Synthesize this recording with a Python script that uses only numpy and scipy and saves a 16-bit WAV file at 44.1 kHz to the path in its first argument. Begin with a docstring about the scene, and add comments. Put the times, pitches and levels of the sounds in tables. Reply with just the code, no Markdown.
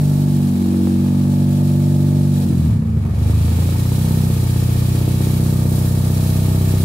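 """A car engine with two rotors is heard at fast idle in a workshop with its door open.
The revs sag until it nearly stalls, then it catches itself and settles into a throbbing low idle.
Each firing sends a puff through the muffler, a sharp edge through the pipe and a burst of rough gas.
These are sums of tones and shaped noise; rushing air, clatter and rumble are noise, a belt adds a whine.
Engine speed times most layers, and the air drawn by the engine sets many of their levels."""
import sys
import numpy as np
from scipy import signal
from scipy.fft import rfft, irfft, next_fast_len
from scipy.io import wavfile
from scipy.ndimage import uniform_filter1d

SR = 44100
rng = np.random.default_rng(int(sys.argv[2]) if len(sys.argv) > 2 else 0)


def to_wav(sig):
    """Store sig (one row per channel, or 1-D mono) as 16-bit WAV at the path in sys.argv[1].

    Samples outside -1..1 are clipped; the rate is SR.
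    """
    pcm = np.clip(np.atleast_2d(sig), -1, 1) * 32767
    pcm = np.round(pcm).astype(np.int16)
    wavfile.write(sys.argv[1], SR, pcm.T)  # frames by channels


N = 301644


def from_db(db):
    """Turn decibels into gain."""
    return 10 ** (np.asarray(db) / 20)


def rms_one(x):
    """Scale a sound to rms 1."""
    return x / np.sqrt(np.mean(x ** 2) + 1e-20)


def in_time(rows):
    """Read each column of a time table at every sample."""
    s, *columns = np.transpose(rows)
    return [np.interp(np.arange(N) / SR, s, c) for c in columns]


def at_hz(points, hz):
    """Read each column of a spectrum table on a log-frequency axis."""
    knots, *columns = np.transpose(points)
    return np.array([np.interp(np.log(hz + 1e-3), np.log(knots), c) for c in columns])


def bumps(rows, hz):
    """Add up the gains in dB of a table of peaks and dips."""
    return sum(peak_db / (1 + (2 * (hz - centre) / width) ** 2) for centre, peak_db, width in rows)


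def per_firing(turn):
    """Draw a fresh random value for each firing, joined by straight lines."""
    return np.interp(turn + 1, np.arange(400), rng.standard_normal(400))


def wander(per_s, size=1):
    """Drift slowly at random, with new values per_s times a second, read at every size-th sample."""
    return np.interp(np.arange(0, N, size) / SR * per_s, np.arange(400), rng.standard_normal(400))


def puff(turn, sharpness):
    """Gas flow that jumps at each firing and dies away before the next; rms 1."""
    return rms_one(np.exp(-sharpness * (turn % 1)))


def lag_of(hz, centre_hz, width_hz):
    """Phase lag of a resonance: almost none well below it, nearly half a cycle well above it."""
    return np.arctan2(hz * width_hz, centre_hz ** 2 - hz ** 2)


# How alike the left and right channels are: (frequency [Hz], likeness [-1 to 1])
CHANNEL_LIKENESS = [(100, 0.4), (280, 1), (500, 0.6), (1000, -.1), (2500, 0)]
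# Peaks and dips that the bonnet and the floor give to all noise:
# (frequency [Hz], gain [dB], width [Hz])
BONNET_REFLECTIONS = [(995, -6.5, 36), (1824, 3.5, 105), (2020, -6.5, 110), (2450, 2.5, 65), (3950, 1, 420),
                      (2580, -1, 230), (3120, 1.5, 250), (4710, 3.5, 140), (5330, 2.5, 260),
                      (5960, 0.5, 500), (7200, 3, 310)]
RIPPLE_DB, RIPPLE_STEP_HZ = 2.2, 30


def coloured_noise(spectrum):
    """Stereo noise of a given colour, finely rippled by wall echoes; rms 1."""
    size = next_fast_len(N)
    hz = np.arange(size // 2 + 1) * SR / size
    mid, side = rfft(rng.standard_normal((2, size)))
    alike = np.clip(at_hz(CHANNEL_LIKENESS, hz), -1, 1)
    both = np.sqrt(1 + alike) * mid + np.sqrt(1 - alike) * side * [[1], [-1]]
    ripple = np.interp(hz / RIPPLE_STEP_HZ, np.arange(1000), rng.standard_normal(1000))
    ripple = ripple * np.interp(hz, [500, 1200, 4000, 9000], [0, 1, 1, .4])
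    colour_db = at_hz(spectrum, hz) + bumps(BONNET_REFLECTIONS, hz) + RIPPLE_DB * ripple
    return rms_one(irfft(both * from_db(colour_db), size)[:, :N])


# Engine speed: (time [s], firing rate [firings per s])
ENGINE_SPEED = [(0.0, 49.06), (0.2, 48.74), (0.55, 46.77), (0.85, 46.57), (1.1, 47.67), (2.15, 48.48),
                (2.4, 47.51), (2.55, 43.8), (2.7, 35.45), (2.85, 28.35), (3.05, 23.1), (3.2, 24.85),
                (3.45, 27.6), (3.75, 30.38), (4.0, 31.7), (4.4, 30.79), (4.8, 30.87), (5.3, 31.27),
                (5.85, 31.21), (6.3, 31.47), (6.84, 31.44)]
IDLE_RATE, FAST_RATE = 31, 47   # firings per s


def engine_motion():
    """Add up the speed into a count of firings; find how fast it idles and how quickly its revs change."""
    rate, = in_time(ENGINE_SPEED)
    turn = np.cumsum(rate) / SR - .587   # one turn per firing
    flow = np.clip((rate - IDLE_RATE) / (FAST_RATE - IDLE_RATE), 0, 1)   # 0 at low idle, 1 at fast idle
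    rev_change = uniform_filter1d(np.abs(np.gradient(rate)) * SR, size=6000)   # firings per s, per s
    stumble = np.tanh((rev_change / 18) ** 2)   # 0 at steady revs, near 1 when they change fast
    return turn, rate, flow, stumble


# Air drawn by the engine: (time [s], relative level [dB])
AIR_DRAWN = [(0.06, -41), (0.97, -44), (1.72, -42), (2.31, -43.5), (2.35, -40.5), (2.69, -45.5),
             (2.84, -55), (3.12, -49), (3.28, -42.5), (3.69, -38.5), (6.75, -37.5)]


def air_drawn():
    """The flow of air in dB, which sets hiss, clatter, rasp, gas bursts and whine."""
    air_db, = in_time(AIR_DRAWN)
    return air_db


# Rumble of the workshop and the street outside: (frequency [Hz], relative level [dB])
RUMBLE_COLOUR = [(20, -39), (45, -21), (100, -72), (220, -8), (400, -5), (800, -31.5), (1600, -20),
                 (5000, -95)]


def rumble():
    """Steady, mostly low noise from the workshop and the street."""
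    return from_db(-44) * coloured_noise(RUMBLE_COLOUR)


ROOM_T60_S = .7   # time for the echoes to fall by 60 dB


def room_tail(x):
    """The workshop rings on, as fading noise-like echoes, at pitches that the engine has just left."""
    t = np.arange(int(ROOM_T60_S * SR)) / SR
    response = rng.standard_normal(len(t)) * from_db(-60 * t / ROOM_T60_S)
    return signal.fftconvolve(x, response[None] / np.linalg.norm(response), axes=1)[:, :N]


# Whine of a belt-driven accessory: (multiple of its own rate, level at the strongest air flow [dB])
BELT_WHINE = [(2, -57.5), (3, -65)]
WHINE_PER_FIRING = 11.71   # accessory cycles per firing


def whine(turn, slip):
    """Faint tones of an accessory on a slightly slipping belt, with another phase on each side."""
    angle = 2 * np.pi * (WHINE_PER_FIRING * turn + slip * wander(per_s=12.0))
    sides = np.array([[0], [1]])   # phase [radians]
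    return sum(np.sqrt(2) * from_db(db) * np.cos(k * angle + sides) for k, db in BELT_WHINE)


# Colour of the rushing air: (frequency [Hz], left relative level [dB], right relative level [dB])
AIR_COLOUR = [(1380, 10, 6), (1870, -8, 1.5), (2290, -2, 0), (2920, -2.5, -2.5), (4210, -0.5, 0.5),
              (4800, -4.5, -3), (6400, -1.5, -6), (7900, -1, -3), (9230, -6, 4.5), (11240, 0, -1.5),
              (12000, -15, 6.5), (12800, 2.5, -5.5), (13900, -7, -1), (15200, -3, -2)]


def hiss(turn, level_db, throb_db, edge_db, flutter_db, low_hz, dull_hz):
    """Air rushing through the engine, pulsing slightly with every stroke; weaker flow is duller."""
    pulsing_db = throb_db * np.cos(2 * np.pi * (turn - .35))
    pulsing_db += edge_db * np.cos(4 * np.pi * (turn - .25))
    pulsing_db += flutter_db * per_firing(turn)
    air = rms_one(high_pass(coloured_noise(AIR_COLOUR), low_hz) * from_db(pulsing_db))
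    dull = signal.sosfilt(signal.butter(1, dull_hz, fs=SR, output="sos"), air)
    treble = air - dull
    return from_db(level_db) * (dull + from_db(level_db - level_db.max()) * treble)


def high_pass(x, hz):
    """Cut the lows steeply."""
    return signal.sosfilt(signal.butter(4, hz, "high", fs=SR, output="sos"), x)


# Engine-bay clatter: (frequency [Hz], relative level [dB])
CLATTER_COLOUR = [(150, 18), (450, 7.5), (900, 8), (1050, 7), (1250, 10), (1550, -6), (1800, 1),
                  (2030, 0.5), (2400, 2), (3200, -12), (5000, -25)]


def clatter(turn, throb, grain_db):
    """Mechanical noise of the engine bay, grainy and beating with the firings; rms 1."""
    count = N // 128 + 2   # a new grain every 128 samples
    grains = np.interp(np.arange(N) / 128, np.arange(count), rng.standard_normal(count))
    beat = 1 + throb * puff(turn, sharpness=1.6)
    return rms_one(coloured_noise(CLATTER_COLOUR) * beat * from_db(grain_db * grains))


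# Swelling and sinking of the low treble: (time [s], gain [dB])
TREBLE_SWELL = [(0, -2), (.9, 1), (1.9, -1), (2.9, 0.5), (3.5, 1.5), (4.2, -0.5), (5.1, 1.5), (5.7, -2.5),
                (6.3, -0.5), (6.84, 0)]
SWELL_LOW_HZ, SWELL_HIGH_HZ = 1900, 4500


def swell(x):
    """Raise and lower the low treble of the engine-bay noise slowly."""
    swell_db, = in_time(TREBLE_SWELL)
    band_pass = signal.butter(1, [SWELL_LOW_HZ, SWELL_HIGH_HZ], "band", fs=SR, output="sos")
    return x + (from_db(swell_db) - 1) * signal.sosfilt(band_pass, x)


# Colour of the rough gas at the tailpipe: (frequency [Hz], relative level [dB])
GAS_COLOUR = [(150, -28), (300, -6), (470, 6.5), (600, -7.5), (800, -1), (1200, -10.5), (3000, -30)]
# Strength of the gas bursts, before the air flow's swing: (time [s], level [dB])
GAS_LEVEL = [(0, -53), (.4, -53), (1, -39), (2.3, -60), (2.5, -45), (2.72, -46), (2.95, -40), (3.25, -41),
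             (3.85, -41), (4.5, -46.5), (6.84, -46.5)]


def chuff(turn, lead, sharpness, uneven_db):
    """A short burst of turbulence at the front of each pulse, each with a strength of its own."""
    level_db, = in_time(GAS_LEVEL)
    strength = from_db(uneven_db * np.clip(per_firing(np.floor(turn + lead)), -2, 2))
    bursts = rms_one(strength * puff(turn + lead, sharpness))
    return from_db(level_db) * coloured_noise(GAS_COLOUR) * bursts


# Half orders, there because the two rotors differ: (frequency [Hz], relative level of a partial [dB])
ROTOR_HALF_ORDERS = [(47, -92), (77, -39.5), (110, -48), (140, -49), (171, -48), (205, -54), (234, -37),
                     (265, -46), (296, -59), (318, -42.5), (359, -61), (390, -57), (421, -49.5), (452, -57),
                     (483, -51), (578, -60), (606, -48.5), (644, -55), (668, -53.5), (700, -53), (732, -51),
                     (765, -70), (830, -54.5), (940, -64), (1010, -71), (1095, -62.5), (1600, -97)]


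def lope(turn, rate, flow, fast_db, count=8):
    """Low half orders: tones between the firing harmonics, as one rotor fires unlike the other."""
    out = 0
    for k in np.arange(1, count) + .5:
        level = from_db(at_hz(ROTOR_HALF_ORDERS, k * rate))
        out = out + level * np.cos(2 * np.pi * k * turn + rng.uniform(-np.pi, np.pi))
    return np.sqrt(2) * from_db(fast_db * flow) * out


# Upper whole orders, with peaks at the pipe's resonances: (frequency [Hz], relative level of a partial [dB])
PIPE_RESONANCES = [(205, -28), (240, -33.5), (265, -46.5), (282, -39.5), (312, -38), (343, -46.5),
                   (376, -42), (405, -65), (437, -48.5), (470, -45.5), (499, -62), (565, -50.5),
                   (625, -60.5), (760, -60.5), (860, -56), (965, -58), (1020, -68.5), (1600, -92)]
# A standing wave lifts or lowers the upper partials near one pitch:
# (time [s], frequency [Hz], gain [dB])
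SINGING_PARTIAL = [(0.5, 490, 2.5), (0.9, 490, 8), (1.15, 500, -1), (1.6, 600, 4), (2.3, 610, 3),
                   (2.6, 603, -2), (4.1, 603, -2), (5.0, 607, 2), (5.95, 606, 4), (6.12, 644, 10),
                   (6.45, 645, 10), (6.84, 645, 7)]
SINGING_WIDTH_HZ = 25


def rasp(turn, rate, flow, stumble, jitter, bright_db, uneven_db, swell_db, diffuse_hz, width,
         count=76, size=10):
    """The sharp edge of each pulse: upper whole and half orders, coloured by the pipe."""
    strength = from_db(uneven_db * per_firing(turn))
    turn = turn + jitter * per_firing(turn)   # uneven timing blurs the highest partials most
    curves = (turn, rate, flow, stumble, *in_time(SINGING_PARTIAL))
    turn, rate, flow, stumble, singing_hz, singing_db = (c[::size] for c in curves)   # coarser, for speed
    out = 0
    for half in range(17, count):
        hz = half / 2 * rate
        diffuse = np.clip((hz / diffuse_hz) ** 3 + stumble, 0, 1)   # wall echoes scramble the higher partials
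        lift_db = bumps([(singing_hz, singing_db, SINGING_WIDTH_HZ)], hz)
        # a strong standing wave is alike on both sides
        apart = width * rng.uniform(-1.08, 1) * from_db(-np.maximum(lift_db, 0))
        scramble = rng.uniform(-np.pi, np.pi) + apart * np.array([[1], [-1]])
        table = ROTOR_HALF_ORDERS if half % 2 else PIPE_RESONANCES
        level_db = at_hz(table, hz) + bright_db * flow * diffuse
        level_db = level_db + swell_db * wander(per_s=1.92, size=size)   # each partial drifts in level
        out = out - from_db(level_db + lift_db) * np.cos(np.pi * half * (turn - 1) + diffuse * scramble)
    return strength * signal.resample_poly(out, size, 1, axis=1)[:, :N]


# Colour of a soft pulse behind the muffler: (frequency [Hz], relative level of a partial [dB])
MUFFLER_COLOUR = [(30, -80.5), (55, -36.5), (75, -26), (100, -30.5), (160, -27), (220, -36), (300, -49.5),
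                  (390, -71)]
# Exhaust pulses: (time [s], level [dB], hardness above HARD_FROM_HZ [dB per octave],
# bass gain below HARD_FROM_HZ [dB])
EXHAUST_PULSES = [(0, 7.8, 3, -14.5), (.4, -2.7, 18.5, -2), (1, 0, 17, -2), (2, -1, 15, 0),
                  (2.35, -1, 15, -0.5), (2.5, -1, 13.3, -2.4), (2.7, -4.4, 10.5, 3.2), (2.87, -6, 9, -1),
                  (3.08, -7.5, 2, 7), (3.25, -6.5, -0.5, 6.5), (3.55, -5, 7.5, 4.5), (4, -3.26, 3.5, 4),
                  (5.5, -2.84, 4.5, 2.9), (6.84, -5, -.7, 9)]
HARD_FROM_HZ = 120
MUFFLER_HZ, MUFFLER_WIDTH_HZ, MUFFLER_DELAY_TURNS = 75, 16, .027
TAILPIPE_HZ, TAILPIPE_WIDTH_HZ = 160, 80
UNEVEN_DB, JITTER_TURNS = .25, .003   # spread from firing to firing at steady revs
STUMBLE_ROUGHENS = 5   # a full stumble multiplies that spread by 1 + 5


def boom(turn, rate, flow, stumble, spread, count=8):
    """Low orders of the exhaust pulses behind the muffler; at high flow the tailpipe rings too."""
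    level_db, hardness, bass_db = in_time(EXHAUST_PULSES)
    rough = 1 + STUMBLE_ROUGHENS * stumble
    strength = from_db(level_db + UNEVEN_DB * rough * per_firing(turn))
    angle = 2 * np.pi * (turn - MUFFLER_DELAY_TURNS + JITTER_TURNS * rough * per_firing(turn))
    out = np.zeros((2, N))
    for k in range(1, count + 1):
        hz = k * rate
        order_db = at_hz(MUFFLER_COLOUR, hz) + hardness * np.log2(np.maximum(hz / HARD_FROM_HZ, 1))
        order_db += bass_db * np.interp(hz / HARD_FROM_HZ, [.4, .6, .8, 1], [0, 1, 1, 0])
        lag = lag_of(hz, MUFFLER_HZ, MUFFLER_WIDTH_HZ)
        lag = lag + flow * lag_of(hz, TAILPIPE_HZ, TAILPIPE_WIDTH_HZ)
        apart = spread * hz / MUFFLER_HZ * (-1) ** k   # standing waves shift the phase between the sides
        out += np.sqrt(2) * from_db(order_db) * np.cos(k * angle - lag + apart * [[1], [-1]])
    return out * strength


# Standing waves of the workshop at the listening spot:
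# (frequency [Hz], gain over the direct sound [dB], width [Hz], polarity [+1 or -1])
WORKSHOP_MODES = [(36.2, 11.5, 9, 1), (83.8, 9.5, 13.1, 1), (102.2, 13, 8.6, 1), (106.9, 5, 2.9, -1),
                  (115.2, 15, 10, -1), (122.6, 14.5, 5.43, 1), (134.6, 11.5, 7.5, 1), (136.9, 15, 5.1, -1),
                  (144.6, 5.5, 2.7, 1), (157.16, 7, 2.9, 1), (195.3, -4.5, 18, -1), (220.1, 9.5, 3.03, 1),
                  (256.4, 1, 4.5, -1), (275, -11.5, 3.8, -1), (279.5, 1, 6.6, -1), (287.8, -4, 3.4, -1),
                  (326.4, 10.5, 4.06, -1), (337, 3.5, 3.2, 1), (357.6, 15, 9, -1), (386.5, 4.6, 8.4, -1)]


def standing_waves(x):
    """Direct sound plus the room's modes, which build up and ring on as the orders glide through them."""
    first_firing = x[:, :round(SR / ENGINE_SPEED[0][1])]
    run_in = np.tile(first_firing, 20)   # the engine is already running
    drive, out = np.hstack([run_in, x]), x.copy()
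    for hz, db, width_hz, polarity in WORKSHOP_MODES:
        r = np.exp(-np.pi * width_hz / SR)
        resonator = [1, -2 * r * np.cos(2 * np.pi * hz / SR), r * r]
        mode = signal.lfilter([1, 0, -1], resonator, drive) * (1 - r * r) / 2
        out += np.sign(polarity) * from_db(db) * mode[:, -N:]
    return out


def scene():
    """Engine speed times the layers and air flow sets levels; firing roughens while the revs change."""
    turn, rate, flow, stumble = engine_motion()
    air_db = air_drawn()
    swing_db = air_db - air_db.mean()
    follow_db = 0.55 * swing_db   # rasp and gas follow this share of the air's swing

    belt = from_db(air_db - air_db.max()) * whine(turn, slip=0.024)
    air = hiss(turn, air_db + 5.5, throb_db=1.0, edge_db=0.47, flutter_db=1.0, low_hz=1850, dull_hz=9500)
    # the slack in the engine rattles less at fast idle
    clatter_db = -37 + 0.33 * swing_db - 5.5 * flow
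    bay = from_db(clatter_db) * clatter(turn, throb=0.13, grain_db=2.5)
    gas = from_db(follow_db) * chuff(turn, lead=.07, sharpness=5.7, uneven_db=3.0)
    rotors = lope(turn, rate, flow, fast_db=2.0)
    jitter = 0.0025 + 0.003 * flow + 0.041 * stumble   # turns
    pipe = from_db(3 + follow_db - 1.3 * stumble) * rasp(
        turn, rate, flow, stumble, jitter, bright_db=3.5, uneven_db=1.32, swell_db=2.2,
        diffuse_hz=556, width=1.44)
    exhaust = standing_waves(boom(turn, rate, flow, stumble, spread=0.049))
    # the tail is added only while the revs change
    room = from_db(-13) * stumble ** 2 * room_tail(exhaust + pipe + gas)
    return rumble() + room + belt + swell(bay + air) + gas + rotors + pipe + exhaust


def record(dry):
    """Cut the top steeply above 15700 Hz."""
    return signal.sosfilt(signal.ellip(18, .1, 100, 15700, fs=SR, output="sos"), dry)


dry = scene()
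out = record(dry)
to_wav(out)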